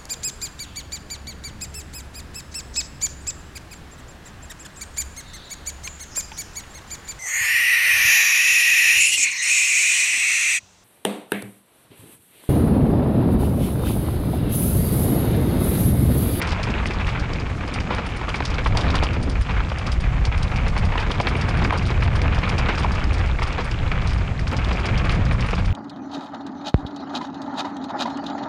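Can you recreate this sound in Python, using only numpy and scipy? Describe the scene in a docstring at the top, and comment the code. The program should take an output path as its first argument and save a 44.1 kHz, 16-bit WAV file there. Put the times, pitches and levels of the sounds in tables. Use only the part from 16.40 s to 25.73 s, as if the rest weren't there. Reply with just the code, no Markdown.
"""A mountain bike rolls fast down a gravel forest trail, heard from a small camera on the rider.
Stones and crunching grit shake damped modes of tyre and frame; pebbles tick as short tone bursts, and low
hollow tones sound, many within the stone knocks. A loose metal part chatters: bouncing contacts through
dull modes and a clear ring. Noise bands make the wind's rumble and a hiss, bright grains make sand;
a limiter ducks the loudest moments."""
import sys
import numpy as np
from scipy import signal
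from scipy.io import wavfile
from scipy.ndimage import uniform_filter1d

SR = 44100
rng = np.random.default_rng(int(sys.argv[2]) if len(sys.argv) > 2 else 0)


def to_wav(sig):
    """Store sig (one row per channel, or 1-D mono) as 16-bit WAV at the path in sys.argv[1].

    Samples outside -1..1 are clipped; the rate is SR.
    """
    pcm = np.clip(np.atleast_2d(sig), -1, 1) * 32767
    pcm = np.round(pcm).astype(np.int16)
    wavfile.write(sys.argv[1], SR, pcm.T)  # frames by channels


def gain_from_decibels(decibels):
    """Convert decibel values to linear amplitude factors."""
    exponent = np.asarray(decibels, float) / 20
    return 10 ** exponent


N = 411453


def rms_one(x):
    """Normalisation: scales the mean power to 1."""
    return x / np.sqrt(np.mean(x ** 2) + 1e-20)


def filtered(x, order, hz, kind="low"):
    """Butterworth filtering: a flat pass band with smooth skirts."""
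    return signal.sosfilt(signal.butter(order, hz, kind, fs=SR, output="sos"), x)


def drift(rate_hz):
    """Low-passed random process: noise through two equal poles at rate_hz; rms 1."""
    pole = np.exp(-40 * np.pi * rate_hz / SR)   # computed at every 20th sample
    noise = rng.standard_normal(N // 20 + 4002)
    slow = signal.lfilter([1], [1, -2 * pole, pole * pole], noise)[4000:]   # past the onset
    return np.interp(np.arange(N) / 20, np.arange(len(slow)), rms_one(slow))


def resonance(x, hz, width_hz):
    """Damped oscillator: a pole pair that a unit click sets ringing with height near 1."""
    radius, angle = np.exp(-np.pi * width_hz / SR), 2 * np.pi * hz / SR
    poles = [1, -2 * radius * np.cos(angle), radius * radius]
    return signal.lfilter([1, 0, -1], poles, x + 1e-18) / 2


def grains(per_s, spread_db, soft_hz):
    """Random impulse process: clicks of long-tailed size, rms 1 before soft contact dulls them."""
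    size_db = spread_db * np.minimum(rng.exponential(1, N), 3)
    sizes = gain_from_decibels(size_db) * rng.choice([-1, 1], N)
    clicks = rms_one(sizes * (rng.random(N) < per_s / SR))
    return filtered(clicks, 3, np.clip(soft_hz, 500, 16000))


def banded_noise(spectrum, patchy_db, rate_hz):
    """Modulated noise: half-octave bands flicker partly together, partly alone; rms 1."""
    hz, db = np.transpose(spectrum)
    octaves = np.arange(0, np.log2(hz[-1] / hz[0]) + .5, .5)
    edges = np.minimum(hz[0] * 2 ** octaves, .45 * SR)
    out, together, white = 0, drift(rate_hz), rng.standard_normal((2, N))
    for k, (low, high) in enumerate(zip(edges, edges[1:])):
        band = filtered(white[k % 2], 2, [low, high], "band")   # neighbours use separate noises
        level_db = np.interp(np.log(low * high) / 2, np.log(hz), db)
        flicker_db = patchy_db * (1.4 * together + drift(rate_hz))
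        out = out + band * gain_from_decibels(level_db + flicker_db)
    return rms_one(out)


def jolts(times, level_db, lengths_s, rise_s, squareness):
    """Transient envelope: linear rise times a stretched-exponential decay, cut after 0.12 s."""
    out, t = np.zeros(N), np.arange(round(.12 * SR)) / SR
    for s, db, length in np.broadcast(times, level_db, lengths_s):
        at = round(s * SR)
        decay = np.exp(-(t / np.clip(length, .002, .05)) ** squareness)
        shape = np.minimum(t / rise_s, 1) * decay
        out[at:at + len(t)] += gain_from_decibels(db) * shape[:N - at]
    return out


def ticks(times, level_db, pitch_hz, cycles):
    """Damped tone burst: the envelope peaks after a fifth of its cycles, then dies away."""
    out, t = np.zeros(N + SR), np.arange(round(.02 * SR)) / SR
    for s, db, hz in np.broadcast(times, level_db, pitch_hz):
        age = 5 * t * hz / cycles
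        at = round(s * SR)
        out[at:at + len(t)] += gain_from_decibels(db) * age * np.exp(1 - age) * np.sin(2 * np.pi * hz * t)
    return out[:N]


def scattered(per_s, level_db, rough_db):
    """Random arrivals: uniform times, levels spread by 4 dB either way and raised by rough ground."""
    when, size = rng.random((round(per_s * N / SR), 2)).T
    s = when * (N - 1) / SR
    return s, level_db + rough_db[(s * SR).astype(int)] + 8 * (size - .5)


# relative spectral density of the hiss: pitch_hz [Hz], level_db [dB per Hz]
HISS_SPECTRUM = [(1650, -4), (2800, -0.5), (4070, 7), (4810, 15.5), (6200, 4.5), (7600, -7), (8410, -26),
                 (9200, -26), (9760, -42), (11600, -33), (15100, -46), (22000, -120)]
HISS_EDGE_HZ = 7500
HISS_DB, HISS_FOLLOWS = -47.5, 0.28   # gain at mean roughness; dB per dB of roughness


def air_hiss(rough_db):
    """Shaped noise: a smooth hiss, stepping down above its edge and stronger on rough ground."""
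    hiss = banded_noise(HISS_SPECTRUM, patchy_db=.4, rate_hz=25)
    dull = filtered(hiss, 6, HISS_EDGE_HZ)
    return gain_from_decibels(HISS_DB + HISS_FOLLOWS * rough_db) * (0.78 * dull + 0.44 * hiss)


# relative spectral density of the wind rumble: pitch_hz [Hz], level_db [dB per Hz]
WIND_SPECTRUM = [(12, -30), (20, 1.5), (48, 4), (83, 0), (127, -2), (200, -12), (349, -26.5), (600, -22),
                 (780, -27.5), (1320, -120)]
# rms level of the buffeting, the upper half of the rumble: start_s [s], level_db [dB]
BUFFETING = [(0.0, -27.5), (1.87, -30), (2.23, -27), (2.28, -22.5), (3.4, -30.5), (3.43, -26.5),
             (4.49, -23), (4.6, -33), (4.81, -22), (6.21, -22.5), (6.31, -26.5), (6.91, -28), (7.04, -31),
             (7.87, -24.5), (8.47, -30), (8.52, -19), (8.58, -24.5), (9.02, -23), (9.09, -28),
             (9.33, -25.5)]
SPLIT_HZ = 75   # between deep rumble and buffeting


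def wind(wind_db, flutter_db):
    """Turbulent pressure: eddies press on the microphone port as rumble, buffeting and flutter."""
    rumble = banded_noise(WIND_SPECTRUM, patchy_db=1.0, rate_hz=8.7)
    deep = rms_one(filtered(rumble, 4, SPLIT_HZ))
    upper = rms_one(filtered(rumble, 4, SPLIT_HZ, "high"))
    s, db = np.transpose(BUFFETING)
    buffet_db = np.interp(np.arange(N) / SR, s, db)
    flutter = resonance(resonance(rng.standard_normal(N), 200, 137), 247, 500)
    flutter = rms_one(flutter * gain_from_decibels(3.1 * drift(24.6)))
    return gain_from_decibels(wind_db - 3.5) * deep + gain_from_decibels(buffet_db) * upper + gain_from_decibels(flutter_db) * flutter


# fine grit snapping against the frame: start_s [s], level_db [dB, before the lift in fine_grit]
SNAPS_OF_GRIT = [(0.3919, -61), (1.6525, -57), (1.7149, -57), (2.3525, -55), (2.369, -41), (2.5959, -53),
                 (3.4649, -53), (3.703, -58), (3.9773, -52), (4.9645, -52), (5.0109, -52), (5.3746, -51),
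                 (7.2423, -54), (8.114, -50), (8.1283, -46), (8.707, -51)]
SNAP_LOW_HZ, SNAP_HIGH_HZ, SNAP_S = 6000, 12000, 0.003
SPRAY_DB, SPRAY_FOLLOWS = -59, 0.54   # rms at mean roughness; dB per dB of roughness
SPRAY_LOW_HZ, SPRAY_HIGH_HZ = 3200, 6700


def fine_grit(rough_db):
    """Granular noise: many tiny impacts merge into sand spray, single grains snap brightly."""
    s, db = np.transpose(SNAPS_OF_GRIT)
    bursts = jolts(s, db + 8.0, SNAP_S, rise_s=0.00026, squareness=1.3)
    snaps = filtered(rng.standard_normal(N) * bursts, 2, [SNAP_LOW_HZ, SNAP_HIGH_HZ], "band")
    sand = grains(4000, spread_db=3.5, soft_hz=12300) * gain_from_decibels(3.1 * drift(15))
    sand = rms_one(filtered(sand, 1, [SPRAY_LOW_HZ, SPRAY_HIGH_HZ], "band"))
    return snaps + gain_from_decibels(SPRAY_DB + SPRAY_FOLLOWS * rough_db) * sand


# loose part thrown about: start_s [s], level_db [nominal peak dB], ring_db [dB against the clatter]
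RATTLES_OF_PART = [(0.017, -16, -26), (0.068, -20.5, -24), (0.1166, -20, -30), (0.228, -17.5, -24),
                   (0.461, -18, -20), (0.5062, -29, -20), (0.6675, -23, -25), (0.7937, -22, -29),
                   (0.931, -20.5, -42), (0.997, -25.5, -36), (1.276, -25.5, -24), (1.3359, -18, -22),
                   (1.3997, -22.5, -30), (1.5454, -25, -17), (1.6621, -28, -18), (1.763, -26.5, -17),
                   (1.888, -21, -22), (1.955, -18.5, -25), (2.0485, -15.5, -29), (2.1011, -24, -28),
                   (2.1395, -24, -39), (2.2388, -29, -21), (2.2692, -22.5, -19), (2.369, -8.5, -29),
                   (2.406, -20, -28), (2.501, -19, -26), (2.5521, -16, -20), (2.633, -12.5, -26),
                   (2.7313, -25, -25), (2.8265, -23.5, -20), (2.8928, -22.5, -19), (3.0102, -24, -18),
                   (3.382, -24.5, -19), (3.4634, -19.5, -28), (3.516, -19.5, -17.5), (3.6027, -24, -18),
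                   (3.8505, -18, -24), (3.9744, -22, -26), (4.0267, -20.5, -21), (4.159, -22.5, -29),
                   (4.2787, -21, -24), (4.3765, -20, -20), (4.4475, -23, -21), (4.598, -25, -24),
                   (4.7102, -21, -21), (4.808, -18, -27), (4.884, -21.5, -20), (4.9647, -27, -15),
                   (5.011, -20, -25), (5.0876, -19, -24), (5.1706, -28, -20), (5.239, -18, -28),
                   (5.3243, -34, -10), (5.3732, -18, -26), (5.4226, -25, -26), (5.4585, -23, -18),
                   (5.6316, -24, -20), (5.754, -21.5, -20), (5.8144, -20, -29), (5.9444, -22, -28),
                   (5.9843, -23, -31), (6.0884, -17, -26), (6.181, -15.5, -27), (6.2891, -33, -19),
                   (6.377, -24.5, -44), (6.3924, -24, -19), (6.4398, -36, -17), (6.517, -24, -23),
                   (6.592, -30, -29), (6.635, -27, -32), (6.668, -35, -35), (6.729, -26, -19),
                   (6.782, -29, -21), (6.872, -33, -24), (7.0274, -20.5, -21), (7.0728, -29, -18),
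                   (7.1242, -25, -38), (7.2045, -24, -48), (7.2429, -27, -13), (7.31, -24, -29),
                   (7.671, -21, -23), (7.73, -30, -16), (7.777, -28, -27), (7.992, -23, -30),
                   (8.0755, -21.5, -30), (8.1115, -29, -23), (8.164, -17.5, -34), (8.323, -20, -38),
                   (8.3928, -23.5, -21), (8.455, -16.5, -27), (8.575, -18.5, -32), (8.6477, -24, -25),
                   (8.6936, -19, -33), (8.714, -21, -18), (8.7465, -26, -25), (8.85, -26, -30),
                   (8.9206, -22, -21), (9.005, -21.5, -28), (9.0608, -32, -13), (9.105, -23.5, -25),
                   (9.1463, -22, -26), (9.187, -29, -21), (9.2542, -24.5, -27)]
# its dull damped modes: pitch_hz [Hz], width_hz [Hz], level_db [dB]
CLATTER_MODES = [(3180, 2250, -1.5), (4690, 820, -8.5), (6630, 2000, -22.5), (7700, 4400, -32)]
# its faint upper rings: pitch_hz [Hz], width_hz [Hz], level_db [dB against the clear mode]
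UPPER_RINGS = [(10700, 330, -17), (13300, 300, -17), (15060, 150, -8)]
RING_HZ, RING_T60_S = 8970, 0.017   # its one clear mode
RATTLE_CONTACT_DB = -14.5   # one bounce against the peak of the rattle
SMALL_RATTLES_PER_S, SMALL_RATTLE_DB, SMALL_RATTLE_RING_DB = 4.6, -30, -28


def loose_part(rough_db):
    """Impact excitation: sharp bounces after each bump drive dull modes and clear rings."""
    small = scattered(SMALL_RATTLES_PER_S, SMALL_RATTLE_DB, rough_db)
    small = np.broadcast_arrays(*small, SMALL_RATTLE_RING_DB)
    s, peak_db, ring_db = np.hstack([np.transpose(RATTLES_OF_PART), small])
    contact_db = peak_db + RATTLE_CONTACT_DB
    bounces, out = grains(5000, spread_db=8.0, soft_hz=6940), 0
    for hz, width, db in CLATTER_MODES:
        strength_db = contact_db + db + rng.normal(0, 0.36, len(s))
        shaking = jolts(s, strength_db, 0.011, rise_s=0.0032, squareness=0.94)
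        once = resonance(bounces * shaking, hz, width)
        # a second resonance keeps the skirts dark
        out = out + resonance(once, hz, 3 * width) * 3 * width * 2 * np.pi / SR
    shaken = jolts(s, contact_db + ring_db, 0.013, rise_s=.002, squareness=1.6)
    struck = grains(3400, spread_db=2.5, soft_hz=15000) * shaken
    for hz, width, db in UPPER_RINGS:
        twice = resonance(resonance(struck, hz, 3 * width), hz, width)
        out = out + gain_from_decibels(db) * twice * 6 * np.pi * width / SR
    narrow = resonance(struck, RING_HZ, 1220) * 700 * 2 * np.pi / SR
    ring_width_hz = np.log(1000) / np.pi / RING_T60_S
    return out + resonance(narrow, RING_HZ, ring_width_hz)


# pebbles flung against the frame: start_s [s], level_db [nominal peak dB], pitch_hz [Hz]
FLUNG_PEBBLES = [(0.0164, -15, 2160), (0.238, -21, 2500), (0.3398, -17.5, 2620), (0.6468, -20, 2540),
                 (0.774, -21, 2200), (0.9857, -22, 2380), (1.387, -17, 2340), (1.9018, -19.5, 2890),
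                 (1.941, -21, 2340), (2.413, -24, 3200), (2.4835, -23, 4000), (2.489, -23, 4000),
                 (2.544, -26, 2600), (2.553, -27, 3000), (2.566, -20, 3700), (2.589, -17, 3000),
                 (2.642, -15, 2940), (2.6682, -16, 2950), (2.689, -22, 2620), (2.9562, -22, 2280),
                 (3.9797, -19, 2450), (4.16, -18.5, 2400), (4.186, -20, 2400), (4.581, -17, 2950),
                 (4.718, -14.5, 3280), (4.801, -21, 3500), (4.838, -27, 2470), (4.8706, -14.5, 3900),
                 (4.952, -22, 2370), (5.003, -26, 2050), (5.4966, -19, 2310), (5.8177, -19, 2400),
                 (5.934, -19, 2300), (6.101, -15, 2400), (6.1804, -18, 2580), (6.7103, -19, 2370),
                 (7.88, -23, 2990), (7.9925, -20.5, 1970), (8.3724, -18, 2510), (8.5565, -21, 2880),
                 (8.6955, -15, 3920), (9.14, -20, 2490)]
# low hollow tones, many sounding within the stone knocks:
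# start_s [s], level_db [nominal peak dB], pitch_hz [Hz]
HOLLOW_TONES = [(0.195, -21, 734), (1.507, -15.5, 840), (1.881, -21, 1220), (2.005, -21.5, 810),
                (2.259, -15.5, 1100), (4.555, -18, 980), (4.802, -11, 990), (4.868, -22, 930),
                (5.325, -12, 980), (6.075, -18, 1350), (6.446, -12, 1020), (6.455, -18, 805),
                (7.429, -29, 1150), (8.948, -20, 1100)]
PEBBLE_CYCLES, HOLLOW_CYCLES = 6.1, 7.6
GRIT_PER_S, GRIT_DB, GRIT_LOW_HZ, GRIT_HIGH_HZ = 45, -28, 1100, 3900   # the small ones between


def pebbles(rough_db):
    """Tone bursts of single impacts: each pebble ticks at its own pitch."""
    s, db = scattered(GRIT_PER_S, GRIT_DB, rough_db)
    pitch_hz = GRIT_LOW_HZ * (GRIT_HIGH_HZ / GRIT_LOW_HZ) ** rng.random(len(s))
    flung = np.hstack([np.transpose(FLUNG_PEBBLES), [s, db, pitch_hz]])
    hollow = ticks(*np.transpose(HOLLOW_TONES), cycles=HOLLOW_CYCLES)   # lower and longer
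    return ticks(*flung, cycles=PEBBLE_CYCLES) + hollow


# modes of tyre and frame, also struck by the stones: pitch_hz [Hz], width_hz [Hz], level_db [dB]
BIKE_MODES = [(232, 175, -3), (479, 122, -9.5), (833, 365, 0.5), (1155, 450, 2.5), (1590, 620, 0),
              (2253, 453, 1), (3100, 790, -13), (3900, 640, -22)]


def tyres(crunch_db):
    """Modal filtering: grit cracks in clumps under the knobs and sounds through tyre and frame."""
    clumps = gain_from_decibels(1.83 * drift(23.0) + 1.8 * drift(57))
    cracks = grains(250, spread_db=2.0, soft_hz=3000)   # bigger grit shakes all modes at once
    crunch = 0
    for hz, width, db in BIKE_MODES[1:]:   # without the lowest mode
        fine = grains(2500, spread_db=5.5, soft_hz=3500)
        mode = resonance(0.53 * cracks + fine, hz, width)
        crunch = crunch + gain_from_decibels(db + 0.92 * drift(15.0)) * mode
    dulled = filtered(clumps * crunch, 3, 5000)   # rubber dulls the top
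    return gain_from_decibels(crunch_db) * rms_one(dulled)


# stones struck: start_s [s], level_db [nominal peak dB], upper_db [upper modes, dB against lower],
# length_s [s, held to at most 0.05 in the jolt]
STONE_KNOCKS = [(0.129, -16, 4, 0.009), (0.198, -13.5, -34, 0.0094), (0.273, -16, -15, 0.013),
                (0.456, -17, 12, 0.0054), (0.594, -25.5, 11, 0.026), (0.666, -31, 16, 0.038),
                (1.504, -15, -5, 0.044), (1.582, -13, -6, 0.021), (1.812, -14, -22, 0.0092),
                (1.883, -19, -11, 0.019), (1.942, -21, 11, 0.014), (2.003, -8, -37, 0.0051),
                (2.115, -15, -12, 0.007), (2.182, -14.5, 5, 0.018), (2.26, -12.5, -5, 0.016),
                (2.349, -15, -16, 0.012), (2.369, -14, -6, 0.033), (2.441, -14.5, -27, 0.055),
                (2.513, -21, -13, 0.021), (2.541, -11.5, -17, 0.024), (2.626, -16.5, -12, 0.027),
                (2.764, -19, -7, 0.0085), (3.095, -20, -2, 0.013), (3.316, -14, -24, 0.0066),
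                (3.916, -17, -11, 0.0051), (4.115, -15, -16, 0.014), (4.263, -19.5, -5, 0.012),
                (4.364, -14, -5, 0.016), (4.439, -12, -27, 0.012), (4.52, -13, -17, 0.0088),
                (4.554, -13.5, -21, 0.012), (4.576, -17.5, -2, 0.014), (4.59, -20, -5, 0.027),
                (4.624, -15.5, -11, 0.016), (4.665, -16, -10, 0.0065), (4.696, -14, -35, 0.02),
                (4.8, -8, -16, 0.0095), (4.869, -13.5, 4, 0.017), (4.953, -15, 0, 0.0062),
                (5.083, -16, -9, 0.01), (5.214, -15, -61, 0.037), (5.246, -11, -9, 0.008),
                (5.305, -13, 5, 0.0058), (5.322, -10.5, -42, 0.039), (5.622, -19.5, 7, 0.015),
                (5.676, -15.5, -7, 0.0091), (5.752, -16.5, -6, 0.015), (5.879, -15, 6, 0.0053),
                (5.937, -18.5, -21, 0.0051), (5.979, -12, -15, 0.012), (6.079, -21, 8, 0.009),
                (6.287, -19, 9, 0.036), (6.375, -16, -3, 0.014), (6.444, -16, -34, 0.021),
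                (7.019, -16.5, 3, 0.017), (7.18, -15.5, -8, 0.035), (7.515, -21.5, 13, 0.011),
                (8.069, -20.5, 2, 0.007), (8.114, -14, -52, 0.046), (8.643, -27.5, 12.5, 0.022),
                (8.693, -25, 21, 0.02), (8.864, -23, 0, 0.016), (8.91, -19, 9, 0.017),
                (8.95, -20.5, -17, 0.012), (8.991, -24, 4, 0.026), (9.024, -18, 2, 0.0036),
                (9.041, -22.5, -2, 0.028), (9.086, -16.5, -1, 0.0081), (9.13, -15, -10, 0.013),
                (9.179, -17.5, -2, 0.025)]
KNOCK_CONTACT_DB = -23.5   # one contact of the flurry against the peak of the knock
SMALL_STONES_PER_S, SMALL_STONE_DB, SMALL_STONE_UPPER_DB, SMALL_STONE_S = 3.9, -25, 5, 0.013
FIRST_TOUCH_DB, FIRST_TOUCH_HZ = -2, 2400   # the opening tick; dB before brightness and length act
TOUCH_LOSS_DB_PER_S = 300   # long grinding knocks open more softly


def stones(rough_db):
    """Modal excitation: each stone's flurry of contacts drives every mode of the bike differently."""
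    small = scattered(SMALL_STONES_PER_S, SMALL_STONE_DB, rough_db)
    small = np.broadcast_arrays(*small, SMALL_STONE_UPPER_DB, SMALL_STONE_S)
    s, peak_db, upper_db, length_s = np.hstack([np.transpose(STONE_KNOCKS), small])
    touch_db = peak_db + 0.54 * upper_db + FIRST_TOUCH_DB - TOUCH_LOSS_DB_PER_S * length_s
    out = ticks(s + 0.001495, touch_db, FIRST_TOUCH_HZ, PEBBLE_CYCLES)
    for hz, width, db in BIKE_MODES:
        upper = np.clip(np.log2(hz / 800) / 2.0, 0, 1)   # share of the knock's brightness in this mode
        strength_db = peak_db + KNOCK_CONTACT_DB + db + upper * upper_db
        strength_db = strength_db + rng.normal(0, 2.84, len(s))
        contacts = grains(5000, spread_db=2.5, soft_hz=4300)
        shaking = jolts(s, strength_db, length_s, rise_s=0.0011, squareness=1.6)
        out = out + resonance(contacts * shaking, hz, width)
    return out


# the ride: start_s [s], wind_db [deep rumble, dB before a 3.5 dB cut in wind],
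# flutter_db [rms dB of the wind's flutter], crunch_db [rms dB of tyre crunch, the ground's roughness]
RIDE_LEVELS = [(0.0, -22.5, -32, -29.5), (0.9, -23, -35.5, -34), (1.08, -27.5, -33.5, -36.5),
               (1.42, -26.5, -37, -34.5), (1.5, -27, -35, -34), (2.06, -27, -39, -35), (2.3, -19, -40, -32),
               (2.38, -18, -30.5, -29.5), (2.66, -18, -35, -30), (2.74, -28.5, -31.5, -39.5),
               (3.01, -11.5, -36, -36.5), (3.06, -31, -47, -35.5), (3.21, -10, -39, -31),
               (3.23, -31, -38, -33), (3.61, -15, -46.5, -35), (4.54, -19.5, -44, -32.5),
               (4.66, -22, -35, -34.5), (5.24, -22.5, -30, -29.5), (5.66, -17.5, -40, -32.5),
               (6.14, -19.5, -34, -28), (6.99, -19.5, -37.5, -33), (7.47, -22, -41.5, -32),
               (7.76, -18, -48, -34), (8.02, -22, -45, -38.5), (8.27, -20.5, -33, -31.5),
               (8.72, -19, -33, -31), (9.0, -19.5, -45, -36)]


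def scene():
    """Superposition: all sources add at one microphone, dry, in open air."""
    s, *columns = np.transpose(RIDE_LEVELS)
    wind_db, flutter_db, crunch_db = [np.interp(np.arange(N) / SR, s, c) for c in columns]
    rough_db = crunch_db - crunch_db.mean()
    background = air_hiss(rough_db) + wind(wind_db, flutter_db)
    impacts = fine_grit(rough_db) + loose_part(rough_db) + pebbles(rough_db) + stones(rough_db)
    return (background + tyres(crunch_db) + impacts)[None]


def roll_off(x):
    """The treble ends steeply here."""
    return signal.sosfilt(signal.butter(12, 15400, fs=SR, output="sos"), x)


def record(dry):
    """Dynamic compression: a limiter ducks peaks over its threshold; the microphone's top rolls off."""
    over_db = np.maximum(20 * np.log10(np.abs(dry[0]) + 1e-9) + 11.65, 0)   # threshold -11.65 dB
    slope_db = 150 * np.arange(N) / SR   # the held excess falls by 150 dB per second
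    held_db = np.maximum.accumulate(over_db + slope_db) - slope_db
    ducked = dry * gain_from_decibels(-.7 * uniform_filter1d(held_db, size=132))   # smoothed over 3 ms
    return roll_off(filtered(ducked, 3, 10500))


dry = scene()
out = record(dry)
to_wav(out)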